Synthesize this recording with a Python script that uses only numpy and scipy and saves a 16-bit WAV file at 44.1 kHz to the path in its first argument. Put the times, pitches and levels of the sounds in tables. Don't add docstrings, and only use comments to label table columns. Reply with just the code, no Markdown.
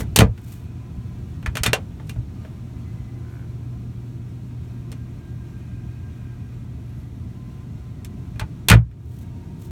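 import sys
import numpy as np
from scipy import signal
from scipy.fft import rfft, irfft
from scipy.io import wavfile

SR = 44100
rng = np.random.default_rng(int(sys.argv[2]) if len(sys.argv) > 2 else 0)


def output_pcm(signal):
    pcm = np.clip(np.atleast_2d(signal).T, -1, 1) * 32767
    wavfile.write(sys.argv[1], SR, np.round(pcm).astype(np.int16))


N = 428192


def from_db(db):
    return 10 ** (np.asarray(db) / 20)


def rms_one(x):
    return x / np.sqrt(np.mean(x ** 2) + 1e-20)


def at_hz(points, hz):
    points = np.array(points)
    return np.interp(np.log(hz), np.log(points[:, 0]), points[:, 1])


def drift(rate_hz):
    step, settle = 40, 2000
    pole = np.exp(-2 * np.pi * rate_hz * step / SR)
    white = rng.standard_normal(N // step + settle + 2)
    slow = signal.lfilter([1], [1, -2 * pole, pole * pole], white)[settle:]
    return np.interp(np.arange(N) / step, np.arange(len(slow)), rms_one(slow))


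def band(x, low_hz, high_hz):
    edges_hz = [low_hz, min(high_hz, 0.45 * SR)]
    return signal.sosfilt(signal.butter(2, edges_hz, "band", fs=SR, output="sos"), x)


def ring(clicks, hz, t60_s):
    radius = from_db(-60 / (t60_s * SR))
    angle = 2 * np.pi * hz / SR
    return signal.lfilter([0, np.sin(angle)], [1, -2 * radius * np.cos(angle), radius ** 2], clicks + 1e-18)


def train(times_s, sizes):
    clicks = np.zeros(N)
    np.add.at(clicks, (np.asarray(times_s) * SR).astype(int), sizes)
    return clicks


def shaped_noise(spectrum):
    hz = np.maximum(np.arange(N // 2 + 1) * SR / N, 1)
    return rms_one(irfft(rfft(rng.standard_normal(N)) * from_db(at_hz(spectrum, hz)), N))


# time_s, air_db, hum_db
VENT_LEVELS = [(0, -29.5, -38), (0.401, -37, -35.5), (1.3, -34, -30), (1.9, -35, -34.5), (3.9, -35, -29),
               (5.701, -35.5, -31), (7.598, -35, -33.5), (8.5, -33, -38), (9.1, -33, -32),
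               (9.71, -34, -37.5)]
# pitch_hz, relative density_db [dB per Hz]
RUMBLE_SPECTRUM = [(12, -72), (20, -49.5), (38, -12), (86, 0), (117, -5), (132, -5), (147, -6.5),
                   (226, -12), (291, -16.5), (323, -21.5), (353, -27.5), (386, -27.5), (410, -25.5),
                   (483, -38.5), (700, -36), (910, -56), (1540, -120)]
# pitch_hz, relative density_db [dB per Hz]
HISS_SPECTRUM = [(210, -39), (350, 2), (387, -12), (420, -10), (565, -15), (869, -14.5), (944, -17),
                 (1430, -18), (1600, -20), (1740, -22.5), (2460, -21.5), (2760, -24), (6010, -28.5),
                 (16500, -38), (18200, -58)]
HISS_START_DB, HISS_SLOPE_DB_PER_S = -52, -0.1869
HISS_FOLLOWS = 0.25


def ventilation():
    t = np.arange(N) / SR
    time_s, air_points, hum_points = np.transpose(VENT_LEVELS)
    air_db = np.interp(t, time_s, air_points)
    hum_db = np.interp(t, time_s, hum_points)
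    rumble = from_db(air_db + 1.0 * drift(9.6)) * shaped_noise(RUMBLE_SPECTRUM)
    hiss_db = HISS_START_DB + HISS_SLOPE_DB_PER_S * t
    hiss_db = hiss_db + HISS_FOLLOWS * (air_db - air_db.mean()) + 0.53 * drift(4.1)
    hiss = from_db(hiss_db) * reflections(shaped_noise(HISS_SPECTRUM), echo_db=-12.5, sway=0.018)
    return rumble + hiss + from_db(hum_db) * hum() + narrow_tones(waver_db=1.5)


# [rms, relative to hum_db]
HUM_PARTIALS = [(120, -5.5), (240, -24)]


def hum():
    t = np.arange(N) / SR
    return sum(from_db(db + 0.5 * drift(4.0)) * np.sqrt(2) * np.sin(2 * np.pi * (hz * t + rng.random()))
               for hz, db in HUM_PARTIALS)


def reflections(x, echo_db, sway, count=5):
    n = np.arange(N)
    out = x.copy()
    dull = band(x, low_hz=206.4, high_hz=5470)
    for lag_s in rng.uniform(0.001, 0.012, count):
        lag = lag_s * SR * (1 + sway * drift(0.21))
        out += from_db(echo_db) * np.interp(n - lag, n, dull)
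    return rms_one(out)


# pitch_hz, level_db, width_hz [about 5.5 dB down], peak_s, half_s [to 1/e]
AIR_TONES = [(155.4, -46, 8, 1, 1.5), (353.7, -58.5, 7, 14, 8), (796, -70.5, 7.7, 2.6, 2.1),
             (931, -63.5, 40, 9.5, 0.55), (1015, -63.5, 6.1, 0.9, .35), (1033, -67, 3, 4.5, 2.5),
             (1033, -66, 3.7, 7.8, 0.66), (1218, -69, 12.6, 2.6, 0.42), (1599, -65, 16, 5.7, 0.99),
             (2030, -66, 21, 2.95, 0.31), (2001, -74, 37, 6.6, 2.9), (2483, -68.5, 91, 0.62, .42),
             (2460, -67.5, 140, 5.8, 0.98)]


def narrow_tones(waver_db):
    t = np.arange(N) / SR
    out = np.zeros(N)
    for hz, db, width_hz, peak_s, half_s in AIR_TONES:
        tone = rms_one(ring(rng.standard_normal(N), hz, t60_s=3.5 / width_hz))
        out += from_db(db + waver_db * drift(0.93)) * np.exp(-((t - peak_s) / half_s) ** 2) * tone
    return out


# peak_s, half_s [to 1/e], level_db, low_hz, high_hz
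NOISE_STROKES = [(0.003, 0.023, -36.5, 700, 13500), (0.507, 0.1, -52, 500, 15700),
                 (2.103, 0.042, -58, 990, 11500), (3.354, 0.066, -70, 10550, 12500),
                 (6.997, 0.16, -72, 10800, 12050), (9.149, 0.096, -56, 1470, 16500),
                 (9.644, 0.046, -56, 2380, 16600)]


def knock_tail_and_rustles():
    t = np.arange(N) / SR
    grain = rng.standard_normal(N) * from_db(3.5 * drift(70))
    return sum(from_db(db) * np.exp(-((t - peak_s) / half_s) ** 2) * rms_one(band(grain, low_hz, high_hz))
               for peak_s, half_s, db, low_hz, high_hz in NOISE_STROKES)


# start_s,
# knock_db [relative, near 1.6 kHz], hardness_db [11 kHz over knock], wood_db [500 Hz over knock], favoured_hz
CATCH_CONTACTS = [(0.0054, -26, -11, -0.5, 2000), (0.1606, -10.5, 18.5, -7, 4410),
                  (0.1884, -6.5, 12.5, 1.5, 3080), (0.2059, -4, -2.5, -7, 1975), (0.2194, -11, -5, 9, 1200),
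                  (0.3773, -40.5, 2, -6, 4230), (1.4274, -38, -3, -8, 4230), (1.461, -19, -5, -13.5, 1737),
                  (1.554, -23.5, 6.5, -5, 2240), (1.57, -19, 6, -15, 2300),
                  (1.6343, -17.5, 16.5, -12, 1420), (1.657, -13.5, -14, -16, 2000),
                  (1.662, -11, 7, -9, 3520), (1.732, -9.5, 6, 1, 2750), (1.998, -40, -10, -6, 920),
                  (2.0947, -33, 10.5, -13, 2729), (2.1604, -44, -17, 2.5, 640),
                  (2.4491, -38, -12.5, -3, 640), (4.9173, -45, 18.5, 4, 5200),
                  (4.926, -39.5, 2.5, -12, 4230), (8.0469, -43.5, 19.5, -15, 5280),
                  (8.359, -45, -2.5, -1, 2530), (8.3956, -21, 2, -24, 2354), (8.412, -25.5, -24, -6, 880),
                  (8.6853, -8.5, 13, -16, 4230), (8.7, -2, 5.5, -18, 2770), (8.7057, -10, -10, -8, 880),
                  (8.715, 4.5, -11, -28, 1497), (8.7253, 0.5, -12, -7.5, 1480),
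                  (8.7383, -1.5, -8.5, -4, 1660), (8.913, -44, -3, -18, 2250)]
SNAP_SHARE = 0.76


def contact_db(hz):
    _, knock_db, hardness_db, wood_db, _ = np.transpose(CATCH_CONTACTS)
    rows = zip(knock_db + wood_db, knock_db, knock_db + SNAP_SHARE * hardness_db, knock_db + hardness_db)
    return np.array([np.interp(np.log(hz), np.log([500, 1600, 4500, 11000]), row) for row in rows])


# pitch_hz, level_db [relative], t60_s [before the cap]
CATCH_MODES = [(442, 7, 0.1), (537, -10, 0.11), (626, 0.5, 0.12), (880, -3, 0.093), (1202, -10, 0.078),
               (1439, -9.5, 0.14), (1737, -6, 0.06), (1986, -11.5, 0.12), (2330, -16.5, 0.13),
               (2443, -4, 0.11), (2750, -9.5, 0.072), (3080, -13, 0.034), (3610, -14.5, 0.09),
               (4230, -24.5, 0.017), (4670, -13, 0.045), (5280, -11, 0.032), (6080, -13.5, 0.034),
               (8730, -11, 0.024)]
# pitch_hz, t60_s
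RATTLE_DECAY = [(300, 0.16), (1000, 0.13), (3000, 0.096), (7000, 0.088), (16000, 0.037)]
# pitch_hz, level_db [per band, relative]
RATTLE_TILT = [(300, 2.5), (3000, 0.5), (6000, -7.5), (10000, -5), (17000, -18)]
T60_CAP_S, FAVOUR_DB, MODE_SPREAD_DB, CRACK_DECAY_S = 0.095, 13, 2.5, 0.00098
TAIL_SHARE = 0.27


def catch(mode_db, scatter_db):
    contacts, modes = np.array(CATCH_CONTACTS), np.array(CATCH_MODES)
    times_s = contacts[:, 0]
    chance_db = MODE_SPREAD_DB * rng.standard_normal((len(times_s), len(modes)))
    favoured = np.abs(np.log(contacts[:, -1:] / modes[:, 0])).argmin(axis=1)
    out = np.zeros(N)
    for k, (hz, db, t60_s) in enumerate(CATCH_MODES):
        click_db = contact_db(hz) + db + mode_db + FAVOUR_DB * (favoured == k) + chance_db[:, k]
        out += ring(train(times_s, from_db(click_db)), hz, min(t60_s, T60_CAP_S))

    edges_hz = 420 * 2 ** np.arange(0, 5.6, 0.5)
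    white = rng.standard_normal((2, N))
    for k, (low_hz, high_hz) in enumerate(zip(edges_hz, edges_hz[1:])):
        hz = np.sqrt(low_hz * high_hz)
        blow_db = contact_db(hz) + at_hz(RATTLE_TILT, hz) + scatter_db
        blows = train(times_s, from_db(2 * blow_db)) + 1e-18
        tail_pole = from_db(-120 / (at_hz(RATTLE_DECAY, hz) * SR))
        tail = signal.lfilter([1], [1, -tail_pole], blows)
        crack = signal.lfilter([1], [1, -np.exp(-1 / (CRACK_DECAY_S * SR))], blows)
        rattle = band(white[k % 2] * np.sqrt(TAIL_SHARE * tail + crack), low_hz, high_hz)
        out += rattle * np.sqrt(SR / 2 / (high_hz - low_hz))
    return out


# strongest_s, level_db [relative], contact_ms [strongest],
# fall_db [times the square of the bounce's distance from the strongest]
PANEL_PUSHES = [(0.019, -25.5, 2.4, 3.5), (0.194, -6, 0.92, 15), (0.22, -2, 2.5, 24),
                (0.241, -3.5, 3.4, 15.5), (0.291, -9, 8.3, 25), (0.975, -19.5, 9.9, 28),
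                (1.476, -8.5, 12.2, 24), (1.605, -12, 12.4, 25), (1.68, -21.5, 1.5, 7),
                (2.181, -16.5, 7.3, 6), (8.355, -22.5, 6.6, 30), (8.417, -19.5, 6.1, 13),
                (8.707, -8.5, 2.3, 24), (8.717, 0, 5, 23), (8.752, 8, 5.7, 4.5)]
# pitch_hz, level_db [relative], t60_s
PANEL_MODES = [(63, -14.5, 0.33), (88.4, -9.5, 0.39), (102, -15, 0.39), (117.34, 3.5, 0.15),
               (159.4, -1, 0.19), (189.8, -1.5, 0.11), (203, -7, 0.15), (278.7, -13.5, 0.15),
               (353.8, -19, 0.054)]
BOUNCE_GAP_S, SOFTENING = 0.0172, 1.15


def panel():
    force = np.zeros(N)
    for strongest_s, db, contact_ms, fall_db in PANEL_PUSHES:
        for k in range(-1, 4):
            length = int(contact_ms * SOFTENING ** k * SR / 1000)
            pulse = np.sin(np.linspace(0, np.pi, length))
            start = max(int((strongest_s + k * BOUNCE_GAP_S) * SR), 0)
            force[start:][:length] += from_db(db - fall_db * k ** 2) * pulse / pulse.sum()
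    motion = sum(from_db(db) * ring(force, hz, t60_s) for hz, db, t60_s in PANEL_MODES)
    return band(motion, low_hz=56, high_hz=2000)


# pitch_hz, level_db [relative], t60_s
HINGE_MODES = [(1000, -6, .015), (1250, -6, .015), (1500, 0, .028), (1800, -6, .015), (2200, -5, .015)]
CREAK_FROM_S, CREAK_PEAK_S, CREAK_SIGMA_S, CREAK_DB = 3.13, 3.355, 0.09, -44.5
FIRST_GAP_S, LAST_GAP_S, GAP_JITTER, SLIP_S = 0.02, 0.0095, 0.15, 0.0003


def creak(count=21):
    chance = rng.standard_normal((count, 2))
    gaps_s = np.linspace(FIRST_GAP_S, LAST_GAP_S, count) * (1 + GAP_JITTER * chance[:, 0])
    times_s = CREAK_FROM_S + np.cumsum(gaps_s)
    swell = np.exp(-((times_s - CREAK_PEAK_S) / CREAK_SIGMA_S) ** 2 / 2)
    slips = train(times_s, from_db(CREAK_DB + 2 * chance[:, 1]) * swell)
    scuff = np.hanning(int(SLIP_S * SR))
    jerks = np.convolve(slips, scuff / scuff.sum())[:N]
    return sum((-1) ** k * from_db(db) * ring(jerks, hz, t60_s)
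               for k, (hz, db, t60_s) in enumerate(HINGE_MODES))


def scene():
    door = catch(mode_db=-12.5, scatter_db=-10.5) + panel() + creak()
    return (ventilation() + knock_tail_and_rustles() + door)[None]


# pitch_hz, width_hz, level_db
HOUSING_NOTCHES = [(4880, 460, -7), (10450, 810, -6.5)]
LIMIT_DB, RELEASE_DB_PER_S, ATTACK_S, CUTOFF_HZ = 2, 19.5, 0.00044, 18500


def record(dry):
    x = dry[0]
    for hz, width_hz, db in HOUSING_NOTCHES:
        x = x + (from_db(db) - 1) * signal.lfilter(*signal.iirpeak(hz, hz / width_hz, SR), x)
    over_db = np.maximum(20 * np.log10(np.abs(x) + 1e-9) - LIMIT_DB, 0)
    ramp_db = RELEASE_DB_PER_S * np.arange(N) / SR
    held_db = np.maximum.accumulate(over_db + ramp_db) - ramp_db
    pole = np.exp(-1 / (ATTACK_S * SR))
    duck_db = signal.lfilter([1 - pole], [1, -pole], held_db)
    limited = x * from_db(-duck_db)
    overloaded = np.tanh(limited / 1.098) * 1.131
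    top_cut = signal.cheby2(12, 70, CUTOFF_HZ, fs=SR, output="sos")
    return signal.sosfilt(top_cut, overloaded)[None]


dry = scene()
out = record(dry)
output_pcm(out)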